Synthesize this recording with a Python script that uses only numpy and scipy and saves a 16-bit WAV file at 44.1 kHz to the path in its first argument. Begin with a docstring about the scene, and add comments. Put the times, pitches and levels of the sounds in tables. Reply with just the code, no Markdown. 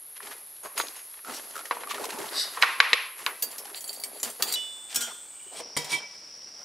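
"""A wooden moulding flask is knocked clean: filtered noise bursts and damped modes, plus a ringing steel pin.
It is lifted off a sand mould in an outdoor bin; damp sand slumps out as random clods, crumbs and grains.
Steel tongs dig out two metal castings, which clink, ring and drop back: clacks, decaying modes and scrapes.
Insects buzz high in the yard, as noise shallowly pulsed at the wing-stroke rate, over faint air.
The last two seconds run in slow motion, in two steps: the buzz and the ringing fall in pitch."""
import sys
import numpy as np
from scipy import signal
from scipy.fft import rfft, irfft, next_fast_len
from scipy.io import wavfile
from scipy.ndimage import map_coordinates

SR = 44100
rng = np.random.default_rng(int(sys.argv[2]) if len(sys.argv) > 2 else 0)


def dump(signal):
    """Clip the signal to [-1, 1] and save it as 16-bit WAV at the path in sys.argv[1]."""
    limited = np.clip(np.atleast_2d(signal).T, -1, 1)
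    pcm = np.round(limited * 32767).astype(np.int16)
    wavfile.write(sys.argv[1], SR, pcm)


N = 292824
T = np.arange(N) / SR
TAIL = T[:SR]


def amp(db):
    """Decibels to gain."""
    return np.exp(np.asarray(db) * (np.log(10) / 20))


def unit(x):
    """Scale to rms 1."""
    return x / np.sqrt(np.mean(x ** 2))


def add(track, s, sound):
    """Mix a sound into a track at a time."""
    start = max(int(s * SR), 0)
    track[start:start + len(sound)] += sound[:N - start]


def colour(x, points):
    """Filter by a spectrum of (hz, db) points, interpolated over log frequency."""
    hz, db = np.transpose(points)
    size = next_fast_len(len(x))
    bins_hz = np.maximum(np.fft.rfftfreq(size, 1 / SR), 1)
    gain = amp(np.interp(np.log(bins_hz), np.log(hz), db))
    return irfft(rfft(x, size) * gain, size)[:len(x)]


def band(x, hz, q):
    """Two-pole resonance, gain 1 at the centre."""
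    g = np.tan(np.pi * min(hz / SR, .45))
    b, a = signal.bilinear([g / q, 0], [1, g / q, g * g], .5)
    return signal.lfilter(b, a, x)


def through(x, response):
    """Play a sound through an impulse response of unit energy."""
    return signal.fftconvolve(x, response / np.linalg.norm(response))[:N]


def burst(t60_s):
    """Noise that dies away: many crowded, well-damped modes."""
    return rng.standard_normal(SR) * amp(-60 * TAIL / t60_s)


def ring(modes, scatter_db, length=1):
    """Decaying modes; each point of contact favours different ones."""
    longest_s = length * max(mode[2] for mode in modes)
    t = TAIL[:int(min(1, longest_s) * SR)]
    out = np.zeros(SR)
    for hz, db, t60_s in modes:
        level_db = db + scatter_db * rng.standard_normal()
        decay = amp(level_db - 60 * t / (t60_s * length))
        out[:len(t)] += decay * np.sin(2 * np.pi * hz * t) * rng.choice([-1, 1])
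    return out


def walk(rate_hz):
    """Smooth chance with a spread near 1."""
    knots = rng.standard_normal(int(N / SR * rate_hz) + 2)
    return np.interp(T * rate_hz, np.arange(len(knots)), knots)


def grains(rate_per_s, spread_db):
    """Random tiny impacts of exponentially spread decibel size."""
    sizes = amp(spread_db * np.minimum(rng.exponential(size=N), 4))
    hits = rng.random(N) < rate_per_s / SR
    return unit(hits * sizes * rng.choice([-1, 1], N))


def pressure(slides):
    """Each slide swells and fades."""
    return sum(amp(db) * np.exp(-((T - s) / half_s) ** 2) for s, half_s, db in slides)


# slow motion: start_s, playback_speed
SLOW_STEPS = [(4.558, .75), (5.607, .5)]


def slowed(x):
    """Read a sound more slowly after each slow-motion step, which lowers its pitch."""
    speed = np.ones(N)
    for s, value in SLOW_STEPS:
        speed[T >= s] = value
    position = np.cumsum(speed) - speed[0]
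    return map_coordinates(signal.resample_poly(x, 2, 1), [2 * position], order=3)


# knocks on flask and bin, and low thumps of castings landing on sand: start_s, level_db, centre_hz, t60_s
KNOCKS = [(0.2041, -25.5, 1400, 0.039), (0.778, -15.5, 1790, 0.026), (0.7999, -10, 1220, 0.029),
          (0.812, -19, 3530, 0.031), (.87, -30, 4200, .005), (0.884, -25, 3840, 0.0051),
          (1.141, -35, 1700, 0.025), (1.191, -36, 1800, 0.025), (1.7099, -7, 1090, 0.087),
          (1.835, -21.5, 1250, 0.046), (2.04, -28, 4070, .025), (2.573, -16, 1110, 0.19),
          (2.6245, 0.5, 2050, 0.016), (2.632, -1, 1590, 0.068), (2.8021, 4.5, 1770, 0.026),
          (2.9314, 1.6, 2360, 0.029), (3.264, -8, 2150, 0.0036), (3.267, -12.5, 1340, 0.15),
          (3.289, -28, 1400, 0.046), (3.746, -23.5, 2800, 0.015), (4.231, -26.5, 455, 0.16),
          (4.427, -37, 330, 0.092), (4.961, -32.5, 230, 0.15), (5.6, -26.5, 600, 0.1),
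          (5.768, -20, 300, 0.11)]
# wood modes: pitch_hz, level_db, t60_s
WOOD_MODES = [(478.6, -7, 0.18), (1055, 13.5, 0.0094), (1140, -17, 0.23), (1340, -0.5, 0.0064),
              (1880, 7, 0.014), (2218, -8, 0.066), (2450, -3, 0.0073), (3170, -56, 0.021),
              (4030, 17.5, 0.0092), (4960, 5, 0.032)]
# flask slide: middle_s, half_length_s, rms_db
FLASK_SLIDES = [(2.4, 0.05, -27)]
# slide spectrum: freq_hz, level_db
FLASK_RUB = [(880, -43), (1500, -17), (1960, -15), (2430, -26), (2970, -15.5), (3210, -23), (3640, -4),
             (4330, -8), (4680, -1.5), (6060, -15.5), (7350, -25), (8180, -8), (8920, -28), (11200, -19),
             (15000, -39)]
KNOCK_Q_AT_1_KHZ, KNOCK_Q_PER_OCTAVE = 0.78, 1.33
WOOD_SCATTER_DB, WOOD_MAX_STRETCH = 2.5, 1.6
# frame held clear of the bin: more of each knock reaches the yard
CLEAR_FROM_S, CLEAR_TO_S = 2.5, 3.1
ECHO_IN_BIN_DB, ECHO_CLEAR_DB = -11, -3.5


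def flask_and_thumps():
    """Dead knocks and low thumps, modes plus noise in a band, and a hissing slide; returns direct and yard send."""
    direct, sent = np.zeros(N), np.zeros(N)
    for s, db, hz, t60_s in KNOCKS:
        q = KNOCK_Q_AT_1_KHZ * KNOCK_Q_PER_OCTAVE ** np.log2(hz / 1000)
        modes = ring(WOOD_MODES, WOOD_SCATTER_DB, length=min(t60_s / 0.042, WOOD_MAX_STRETCH))
        body = band(modes + amp(13.5) * burst(t60_s), hz, q)
        # soft limiting rounds the crest of the blow
        knock = band(np.tanh(2 * body / np.abs(body).max()), hz, q)
        first_5_ms = knock[:SR // 200]
        knock *= amp(db - 12.5) / np.std(first_5_ms)
        add(direct, s, knock)
        # the yard hears all sides at once, so the single modes even out
        echo_db = ECHO_CLEAR_DB if CLEAR_FROM_S < s < CLEAR_TO_S else ECHO_IN_BIN_DB
        spread = band(signal.unit_impulse(SR), 0.99 * hz, 1.15 * q)
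        add(sent, s, spread * amp(echo_db) * np.std(knock) / np.std(spread))
    slide = unit(colour(rng.standard_normal(N), FLASK_RUB)) * pressure(FLASK_SLIDES)
    return direct + slide, sent + amp(-3.5) * slide


def struck(modes, hits, scatter_db, crowd_db):
    """Metal on metal: short bright clack, crowd of brief overtones, then the main modes ring on."""
    out = np.zeros(N)
    for s, clack_db, hz, t60_s, ring_db in hits:
        overtones = [(f_hz, 0, .1) for f_hz in rng.uniform(494.5, 15500, size=48)]
        crowd = ring(overtones, scatter_db=7.5) / np.sqrt(len(overtones))
        clack = band(burst(t60_s) + amp(crowd_db) * crowd, hz, q=0.57)
        add(out, s, amp(clack_db - 16.5) * clack + amp(ring_db) * ring(modes, scatter_db))
    return out


def scraped(modes, slides, grit_db, chatter_db):
    """Sand caught between steel and casting grinds, slips in jerks and keeps the metal singing."""
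    jerks = amp(chatter_db * walk(70))
    grit = grains(rate_per_s=4900, spread_db=-1.5) * jerks * pressure(slides)
    # such small contacts hardly move the lowest modes
    singing = through(grit, band(ring(modes, scatter_db=0.0, length=0.3), hz=4470, q=0.053))
    return singing + amp(grit_db) * band(grit, hz=3200, q=1.0)


# pin modes: pitch_hz, level_db, t60_s
PIN_MODES = [(6620, -1.5, 0.27), (9000, 1, 0.13), (10250, 4, 0.11), (13700, -16, .2), (14700, -8, 0.12)]
# pin blows: start_s, clack_db, clack_hz, clack_t60_s, ring_db
PIN_HITS = [(0.634, -42, 6060, 0.035, -46), (.7775, -17.5, 8000, 0.07, -34.5),
            (0.792, -18, 5000, 0.049, -40), (0.963, -32, 6100, .03, -49.5)]


def pin():
    """Struck steel pin: bright clacks excite its high modes."""
    return struck(PIN_MODES, PIN_HITS, scatter_db=3.0, crowd_db=2.5)


# frame creaks: start_s, level_db
CREAKS = [(1.247, -33), (1.299, -32), (1.555, -26), (1.564, -26), (1.578, -27.5), (1.591, -29), (1.61, -33)]
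# big clods: start_s, level_db, pitch_hz, t60_s, crumb_spray_db
CLOD_HITS = [(1.286, -42.5, 256, 0.25, -20), (1.509, -38, 600, .02, -2), (1.655, -30, 1840, 0.02, -4),
             (1.768, -25, 984, 0.038, -22), (1.872, -28, 1164, .035, -16), (1.911, -21.5, 1156, 0.043, -8),
             (1.944, -34.5, 1820, 0.036, 0.5), (1.981, -27, 1290, 0.039, -12), (1.996, -35, 546, 0.043, -7),
             (2.017, -31.5, 405, 0.048, -22), (2.041, -27, 1025, 0.048, -4), (2.054, -31.5, 457, 0.076, 2),
             (2.126, -32.5, 860, 0.064, -17), (2.14, -35, 240, 0.077, -10.5),
             (2.175, -28.5, 894, 0.039, -21), (2.186, -30, 392, 0.07, -1), (2.203, -25, 330, 0.045, -30),
             (2.223, -34, 426, 0.16, -15), (2.242, -28, 866, 0.044, -21), (2.247, -39, 213, 0.072, -20),
             (2.931, -22, 495, 0.05, -19), (3.43, -33.5, 478, 0.067, -18), (3.654, -33.5, 820, 0.041, -4),
             (4.262, -39.5, 234, 0.15, -24), (5.463, -41.5, 399, 0.05, -20),
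             (5.524, -34.5, 685, 0.023, -15), (5.548, -35.5, 590, 0.043, -24),
             (5.601, -33.5, 656, 0.041, -8)]
CREAK_HZ, CREAK_T60_S, CREAK_GRIT_DB = 1323, 0.028, -10
SPRAY_T60_S = 0.041


def rap(hz, t60_s, grit_db):
    """A soft push gives a rough, damped thud around one note, and grit crackles on top."""
    t = TAIL[:SR // 5]
    thud = unit(band(rng.standard_normal(len(t)), hz, q=3.6))
    attack = 1 - np.exp(-t * hz)
    note = (0.92 * np.sin(2 * np.pi * hz * t) + 0.3 * thud) * attack
    crackle = rng.standard_normal(len(t)) * rng.exponential(size=len(t))
    grit = band(crackle, hz=3000, q=0.356)
    return note * amp(-60 * t / t60_s) + grit * amp(grit_db - 60 * t / SPRAY_T60_S)


def breakup():
    """The frame creaks in jerks as it takes the weight; the mould gives way in big clods that burst."""
    out = np.zeros(N)
    for s, db in CREAKS:
        hz = CREAK_HZ * (1 + 0.027 * rng.standard_normal())
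        add(out, s, amp(db) * rap(hz, CREAK_T60_S, CREAK_GRIT_DB))
    for s, db, hz, t60_s, spray_db in CLOD_HITS:
        add(out, s, amp(db) * rap(hz, t60_s, spray_db))
    return out


# tong modes: pitch_hz, level_db, t60_s
TONG_MODES = [(1997, -11, 0.09), (3140, -15, 0.18), (4550, 10, 0.039), (4650, -5, 0.19), (5400, -22, 0.1),
              (6450, -12, 0.07), (6670, -8, 0.17), (6970, 3.5, 0.044), (7460, -1.5, 0.17),
              (7800, -5.5, 0.27), (8260, -8, 0.23), (8580, 1, 0.13), (8800, -13, 0.17), (9340, -0.5, 0.13),
              (10900, 1, 0.14), (11100, -1, 0.059), (11550, -2, 0.13), (12400, -9, 0.2), (13900, -3, 0.12),
              (14500, -7, 0.15), (15640, -3, 0.1), (15100, -1, 0.12)]
# tong blows: start_s, clack_db, clack_hz, clack_t60_s, ring_db
TONG_HITS = [(3.4232, -9.5, 9450, 0.02, -45), (3.4249, -6.5, 9300, 0.089, -43),
             (3.514, -24, 9000, .05, -55), (3.582, -15, 7950, 0.094, -56), (3.757, -27, 7000, .02, -52),
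             (3.807, -23, 9000, 0.03, -47), (3.842, -27, 9000, 0.046, -51), (3.878, -27, 8000, 0.03, -45.5),
             (3.894, -35, 8000, .02, -49), (3.93, -24, 9000, .02, -48.5), (3.962, -29, 8000, .02, -60),
             (3.999, -25, 8000, 0.045, -49), (4.037, -14, 7500, 0.097, -43.5), (4.2, -20, 6500, 0.016, -66),
             (4.2307, -5, 8600, 0.055, -49), (4.247, -16.5, 7100, 0.3, -48), (4.3, -20.5, 7000, 0.065, -57),
             (4.4234, 1.5, 5000, 0.049, -36.5), (4.524, -5.5, 9000, 0.022, -53)]
# tong slides: middle_s, half_length_s, level_db
TONG_SLIDES = [(3.768, 0.022, -44), (3.894, 0.016, -50), (3.943, 0.018, -51), (4.163, 0.048, -52),
               (4.502, 0.095, -40)]


def tongs():
    """Steel tongs clack, scrape through sand and chatter."""
    hits = struck(TONG_MODES, TONG_HITS, scatter_db=6, crowd_db=-5.0)
    scrapes = scraped(TONG_MODES, TONG_SLIDES, grit_db=1.5, chatter_db=3.5)
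    return hits + scrapes + chatter(count=16)


CHATTER_FROM_S, CHATTER_GAP_S = 3.7715, 0.0175
CHATTER_HZ, CHATTER_T60_S = 4580, 0.034
CHATTER_DB, CHATTER_WEAK_DB, CHATTER_GROWTH_DB_PER_S = -37.5, -4, 12


def chatter(count):
    """Sliding jaws bounce evenly, strong and weak in turn, harder as the grip tightens, near one note."""
    out = np.zeros(N)
    for k, (size_db, detune) in enumerate(rng.standard_normal((count, 2))):
        s = k * CHATTER_GAP_S
        hz = CHATTER_HZ * (1 + 0.015 * detune)
        envelope = (1 - np.exp(-TAIL / 0.0039)) * amp(-60 * TAIL / CHATTER_T60_S)
        note = np.sin(2 * np.pi * hz * TAIL) * envelope
        scratch = amp(-6.0) * band(burst(0.013), hz=7000, q=0.7)
        db = CHATTER_DB + CHATTER_WEAK_DB * (k % 2) + CHATTER_GROWTH_DB_PER_S * s + size_db
        add(out, CHATTER_FROM_S + s, amp(db) * (note + scratch))
    return out


# hinge modes: pitch_hz, level_db, t60_s
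HINGE_MODES = [(6700, -8, 0.24), (8100, -4, 0.22), (9868, -1.5, 0.28), (12740, -3, 0.28), (14550, -4, 0.23),
               (15130, -5, 0.21)]
# hinge blow: start_s, clack_db, clack_hz, clack_t60_s, ring_db
HINGE_HITS = [(3.262, -25, 9800, 0.048, -40.5)]


def hinge():
    """Struck hinge: one clack and a high ring."""
    return struck(HINGE_MODES, HINGE_HITS, scatter_db=2, crowd_db=-9)


# first casting's modes: pitch_hz, level_db, t60_s
FIRST_MODES = [(3940, 3.5, 0.41), (4660, -4, 0.87), (6560, -21, 0.62), (7100, -20, 0.73), (7450, -10, 0.2),
               (7480, 8, 0.046), (8200, -12, 0.2), (11100, -19, 0.1)]
# first casting's blow: start_s, clack_db, clack_hz, clack_t60_s, ring_db
FIRST_HITS = [(4.539, -5, 8000, 0.045, -31.5)]


def first_casting():
    """First casting, lifted: one blow rings its modes."""
    return struck(FIRST_MODES, FIRST_HITS, scatter_db=3.0, crowd_db=-15.5)


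# second casting's modes, already low for slow motion: pitch_hz, level_db, t60_s
SECOND_MODES = [(233.3, -17.5, 0.45), (1420, -15, 0.69), (1610, -9.5, 0.28), (2420, -19, 0.14),
                (2960, -12, 0.4), (3200, -8, 0.57), (3480, -14, 1.0), (4700, -16, 0.46), (5640, -11, 0.54),
                (6120, -9, 0.65), (6470, -14, 0.37), (7070, -7.5, 0.65), (7960, 3.5, 0.1),
                (8400, 2.5, 0.13), (8700, -15, 0.32), (9500, -16, .3), (10550, -21, .28), (11230, -16, .25),
                (11800, -15, .22), (12600, -8, 0.3)]
# second casting's blows: start_s, clack_db, clack_hz, clack_t60_s, ring_db
SECOND_HITS = [(4.9455, -10.5, 5840, 0.23, -39), (4.959, 1, 7900, 0.035, -33.5),
               (4.963, -5, 7500, 0.024, -45), (4.971, -23, 6000, 0.027, -34),
               (5.008, -9.5, 5970, 0.054, -58), (5.019, -16, 6540, 0.28, -49)]
# second casting's slides: middle_s, half_length_s, level_db
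SECOND_SLIDES = [(4.98, 0.035, -44), (5.03, 0.022, -37), (5.075, 0.057, -44.5)]


def second_casting():
    """Second casting, dropped: blows ring its modes, and sand scrapes it."""
    hits = struck(SECOND_MODES, SECOND_HITS, scatter_db=-1.0, crowd_db=-8.0)
    return hits + scraped(SECOND_MODES, SECOND_SLIDES, grit_db=-13, chatter_db=6.0)


# gripped metal's modes, already low for slow motion: pitch_hz, level_db, t60_s
GRIPPED_MODES = [(152.3, 2, 0.18), (320, 1.5, 0.08), (764, -15, 0.81), (970, 5.5, 0.18), (1086, 0, 0.071),
                 (1965, -8.5, 0.94), (2083, 5, 0.1), (2202, -18, 0.46), (2290, 3, 0.18), (3150, -0.5, 0.12),
                 (3203, -8, 0.69), (3290, -17, 0.32), (3620, -1, 0.074), (3770, -17, 0.46),
                 (4764, -20, 0.38), (5260, -6, 0.65), (5610, 1, 0.16), (5500, -10, 0.3), (7000, -21, 0.35),
                 (7700, -8, 0.2), (8730, 7.5, 0.049), (10240, 7, 0.035)]
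# grip blows: start_s, clack_db, clack_hz, clack_t60_s, ring_db
GRIP_HITS = [(5.766, -9, 3020, 0.05, -31.5), (5.772, 1.5, 3450, 0.034, -44),
             (5.787, -16, 4000, 0.33, -46.5), (5.845, -16, 4000, 0.19, -49), (5.918, -24, 5000, .03, -45),
             (5.945, -15, 3460, .04, -41.5)]
# grip slides: middle_s, half_length_s, level_db
GRIP_SLIDES = [(5.582, 0.036, -44), (5.925, 0.024, -34), (5.952, 0.045, -44)]


def gripped():
    """Gripped metal: blows and gritty scrapes on its modes, with less bass."""
    hits = struck(GRIPPED_MODES, GRIP_HITS, scatter_db=2.0, crowd_db=-11.5)
    scrapes = scraped(GRIPPED_MODES, GRIP_SLIDES, grit_db=9.5, chatter_db=1.5)
    return colour(hits + scrapes, [(60, -10), (130, -7.0), (10000, 0.5), (13000, -3)])


# squealing edges: middle_s, half_length_s, level_db, pitch_hz, q
SQUEALS = [(1.289, 0.027, -41, 1340, 8.6), (1.358, 0.021, -44, 5630, 14), (1.343, 0.029, -54, 4470, 6),
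           (2.288, 0.0052, -39.5, 3690, 2.6), (5.049, 0.037, -46, 1434, 18), (5.402, 0.11, -62, 2350, 18),
           (5.457, 0.11, -55, 2960, 10), (5.945, 0.032, -30.5, 2296, 90), (5.946, 0.026, -41, 3540, 5.1),
           (5.962, 0.028, -39, 3160, 32)]
SQUEAL_JERK_DB = 4


def squeals():
    """A sliding edge catches: uneven stick and slip keeps one narrow resonance going for a moment."""
    out = np.zeros(N)
    for s, half_s, db, hz, q in SQUEALS:
        t = np.arange(-3 * half_s, 3 * half_s, 1 / SR)
        tone = unit(band(band(rng.standard_normal(len(t)), hz, q), hz, q))
        tone = unit(tone * amp(SQUEAL_JERK_DB * walk(70)[:len(t)]))
        add(out, s + t[0], amp(db) * tone * np.exp(-(t / half_s) ** 2))
    return out


CLOD_SIZE_RANGE_DB = 12  # smallest to largest lump


def thuds(rate_per_s, cycles):
    """Soft lumps land at random, each with its own size and pitch."""
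    out, t = np.zeros(N), TAIL[:SR // 12]
    for when, size, pitch in rng.random((int(rate_per_s * N / SR), 3)):
        hz = 130 * 12 ** pitch
        age = hz * t / cycles
        thud = age * np.exp(-2 * age) * np.sin(2 * np.pi * hz * t)
        add(out, when * N / SR, amp(CLOD_SIZE_RANGE_DB * size) * thud)
    return out


# sand moved by flask or tongs: start_s, length_s, flow_db, coarseness_db
SPILLS = [(0.226, 0.074, -46, -3), (0.767, 0.046, -39, -2), (1.268, 0.065, -42, 0.5), (1.37, 0.3, -49, -2),
          (1.73, 0.2, -51, 6), (1.94, 0.21, -42.5, 0.5), (2.18, 0.2, -42, -2.5), (2.42, 0.3, -45, -7),
          (2.7, 0.23, -58, 0), (3.169, 0.063, -46, -8), (3.27, 0.014, -50, 6.5), (3.429, 0.34, -51.5, 0),
          (3.84, 0.35, -55.5, 6.5), (4.24, 0.017, -45.5, 3), (4.41, 0.081, -46.5, 5), (4.93, 0.18, -48, -8),
          (5.52, 0.15, -52.5, 2.5), (5.78, 0.21, -46.5, -4)]
SPILL_ATTACK_S = 0.048
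SETTLING_FROM_S = 0.63  # once the flask is gripped, sand never quite rests


def attack(s):
    """Linear rise centred on a start time."""
    return np.clip((T - s) / SPILL_ATTACK_S + .5, 0, 1)


def flow(offset_db, fall_db_per_s, settling_db, coarse_weight):
    """Level of one sand size: each spill starts quickly, runs, and dies away to a faint settling."""
    power = (attack(SETTLING_FROM_S) * amp(settling_db)) ** 2
    for s, length_s, flow_db, coarse_db in SPILLS:
        release_db = fall_db_per_s * np.maximum(T - s - length_s, 0)
        level_db = flow_db + offset_db + coarse_weight * coarse_db - release_db
        power = power + (attack(s) * amp(level_db)) ** 2
    return np.sqrt(power)


SPURT_DB = 2.0


def spurts():
    """Uneven running of the sand."""
    return amp(SPURT_DB * walk(45))


# clod spectrum: freq_hz, level_db
CLOD_COLOUR = [(30, -46), (100, -66), (180, -16), (260, -2), (420, 4.5), (650, 11.5), (1000, 9),
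               (2000, -51)]
# crumb spectrum: freq_hz, level_db
CRUMB_COLOUR = [(350, -16), (700, -10), (1100, 9.5), (1800, 6.5), (3000, 0), (5000, -3), (9000, -1.5),
                (16000, -58)]
# fine grain spectrum: freq_hz, level_db
GRAIN_COLOUR = [(1500, -29), (3000, -3.5), (4500, 5), (7000, 1), (10000, 4.5), (15000, -3)]
BIN_HZ = 411  # the bin wall's drum note
LUMP_RATE_PER_S, LUMP_HZ, LUMP_T60_S, LUMP_DB = 30, 1123, 0.1, 0
FINE_LOSS_DB_PER_COARSE_DB = 0.043


def sand():
    """Clods thud on the bin, hard lumps rap, crumbs crunch and fine grains trickle, in uneven spurts."""
    lumps = thuds(rate_per_s=520, cycles=1.22)
    clods = unit(colour(lumps + 2.6 * band(lumps, BIN_HZ, q=45), CLOD_COLOUR))
    rapping = through(grains(LUMP_RATE_PER_S, spread_db=3.5), burst(LUMP_T60_S))
    raps = unit(band(rapping, LUMP_HZ, q=0.73))
    # every crumb that breaks gives a few milliseconds of gritty noise
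    breaking = through(grains(rate_per_s=1300, spread_db=5.0) ** 2, amp(-60 * TAIL / 0.016))
    crumbs = unit(colour(np.sqrt(np.abs(breaking)) * rng.standard_normal(N), CRUMB_COLOUR))
    fine = unit(colour(grains(rate_per_s=11000, spread_db=3.5), GRAIN_COLOUR))
    clod_flow = flow(offset_db=-3.1, fall_db_per_s=131, settling_db=-74, coarse_weight=1.0)
    crumb_flow = flow(offset_db=-2.96, fall_db_per_s=210, settling_db=-65, coarse_weight=0)
    fine_flow = flow(offset_db=-7.5, fall_db_per_s=35, settling_db=-66,
                     coarse_weight=-FINE_LOSS_DB_PER_COARSE_DB)
    thudding = clods * clod_flow
    crunch = slowed(crumbs + amp(LUMP_DB) * raps) * crumb_flow
    trickle = slowed(fine) * fine_flow
    return thudding * spurts() + crunch * spurts() + trickle * spurts()


# gloves and boards over sand: middle_s, half_length_s, level_db, centre_hz
SCUFFS = [(0.17, 0.011, -46.5, 2220), (0.234, 0.0098, -46, 2000), (0.27, .012, -44, 1460),
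          (0.322, 0.015, -42, 1340), (0.567, 0.0045, -52, 4500), (0.658, 0.02, -38, 770),
          (0.781, 0.014, -38, 3400), (0.975, 0.037, -49, 2000), (1.299, 0.029, -44, 570),
          (1.36, 0.026, -39.5, 5500), (1.91, 0.016, -32.5, 2400), (2.012, 0.015, -38.5, 507),
          (2.108, 0.0064, -39.5, 3020), (2.203, 0.033, -41, 540), (2.347, 0.04, -40, 950),
          (2.623, 0.007, -25.5, 2020), (2.933, 0.014, -38, 570), (3.44, 0.02, -48, 563),
          (4.407, 0.0093, -36, 573), (4.483, 0.05, -46, 563), (4.924, 0.028, -43.5, 3350),
          (6.613, 0.029, -54, 707)]
SCUFF_Q, SCUFF_GRIT_DB = 0.55, -8
SCUFF_ROUGH_DB = 2.8  # grains catch and let go under the glove


def scuffs():
    """Each brush is a short swell of fine friction, coloured by what is rubbed, sweeping grit along."""
    out = np.zeros(N)
    for s, half_s, db, hz in SCUFFS:
        t = np.arange(-3 * half_s, 3 * half_s, 1 / SR)
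        friction = rng.standard_normal(len(t)) * amp(SCUFF_ROUGH_DB * walk(348.5)[:len(t)])
        rub = unit(band(band(friction, hz, SCUFF_Q), hz, SCUFF_Q))
        add(out, s + t[0], amp(db) * rub * np.exp(-(t / half_s) ** 2))
    grit = unit(colour(grains(rate_per_s=14000, spread_db=8), GRAIN_COLOUR))
    return out + amp(SCUFF_GRIT_DB) * grit * pressure([row[:3] for row in SCUFFS])


YARD_HOLD_S, YARD_TREBLE_HOLD_S, YARD_TREBLE_HZ = 0.11, 0.13, 3170


def echo_fade(hold_s, t60_s):
    """Held level, then a long tail."""
    return np.exp(-(TAIL / hold_s) ** 2) + amp(-7.0 - 60 * TAIL / t60_s)


def yard():
    """Impulse response: scattered echoes hold level for a moment, then fade and grow duller."""
    noise = rng.standard_normal(SR)
    low = colour(noise, [(YARD_TREBLE_HZ / 2, 0), (YARD_TREBLE_HZ, -3), (2 * YARD_TREBLE_HZ, -24)])
    fading_low = low * echo_fade(YARD_HOLD_S, 1.0)
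    fading_treble = (noise - low) * echo_fade(YARD_TREBLE_HOLD_S, 0.35)
    return (1 - np.exp(-TAIL / 0.016)) * (fading_low + fading_treble)


# insect spectrum before slowing: freq_hz, level_db
SONG_COLOUR = [(8000, -28.5), (9100, -13.5), (9700, -4.5), (10100, -10.5), (10430, 4), (10750, -5),
               (11150, 4.5), (11550, 1), (11900, -14), (12400, -39), (14000, -47)]


def insects():
    """A steady high rasp with a shallow pulse at the wing-stroke rate."""
    stroke_hz = 150.0 * (1 + 0.0028 * walk(7.0))
    phase = 2 * np.pi * np.cumsum(stroke_hz) / SR
    strokes = 1 + 0.207 * np.cos(phase) + 0.14 * np.cos(2 * phase + 1)
    rasp = unit(colour(rng.standard_normal(N), SONG_COLOUR))
    return rasp * strokes * amp(-45.5 + 0.083 * walk(6.4))


# open-air spectrum before slowing: freq_hz, level_db
AIR_COLOUR = [(25, -25), (60, -25), (120, -4), (190, -8.5), (400, 1), (1000, 1), (2500, -2.5), (4500, -2.5),
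              (7000, -5), (12000, -7.5), (16000, -8.5)]


def air():
    """Faint outdoor rush: coloured noise of wandering level."""
    return unit(colour(rng.standard_normal(N), AIR_COLOUR)) * amp(-57.5 + 1.0 * walk(2.8))


# yard echo spectrum: freq_hz, level_db
YARD_COLOUR = [(150, -52), (450, -5.5), (700, -10.5), (1080, 2), (1400, -6.5), (2000, -4), (2550, -2.5),
               (3000, -8), (4000, -5.5), (5200, -11), (8000, -22), (15000, -62)]


def surroundings(sent):
    """Sound from many directions at once: loose sand, brushing, the yard's echo, insects and air."""
    brushes = scuffs()
    echo = colour(through(sent + amp(-4.5) * brushes, yard()), YARD_COLOUR)
    return sand() + brushes + echo + slowed(insects() + air())


# side-channel filter: freq_hz, gain_db
WIDTH = [(40, -1.5), (125, -4.5), (500, -8), (1200, -12), (8000, -12), (13000, -15)]


def scene():
    """Knocks, thumps and metal sound close by and central, with the yard spread around them."""
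    knocks, sent = flask_and_thumps()
    # second casting and gripped metal lie wholly in slow motion: modes already low
    metal = slowed(pin() + tongs() + hinge() + first_casting()) + second_casting() + gripped()
    lighter = metal + squeals() + breakup()
    sent = sent + amp(-9.5) * lighter
    mid = knocks + lighter + surroundings(sent)
    # reflections off the bin walls reach the two microphones differently
    walls = colour(through(knocks + lighter, burst(0.063)), [(150, -1), (500, -0.5), (3000, 0.5)])
    side = colour(walls + surroundings(sent), WIDTH)
    return np.array([mid + side, mid - side])


HISS_DB = -68.5  # microphone noise, before the filters
TOP_HZ = 15600


def record(dry):
    """The recorder adds a faint hiss, thins the deepest bass and cuts the top."""
    noisy = dry + amp(HISS_DB) * rng.standard_normal(N)
    bass_cut = signal.butter(1, 35, "high", fs=SR, output="sos")
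    top_cut = signal.ellip(10, .2, 80, TOP_HZ, fs=SR, output="sos")
    return signal.sosfilt(top_cut, signal.sosfilt(bass_cut, noisy))


dry = scene()
out = record(dry)
dump(out)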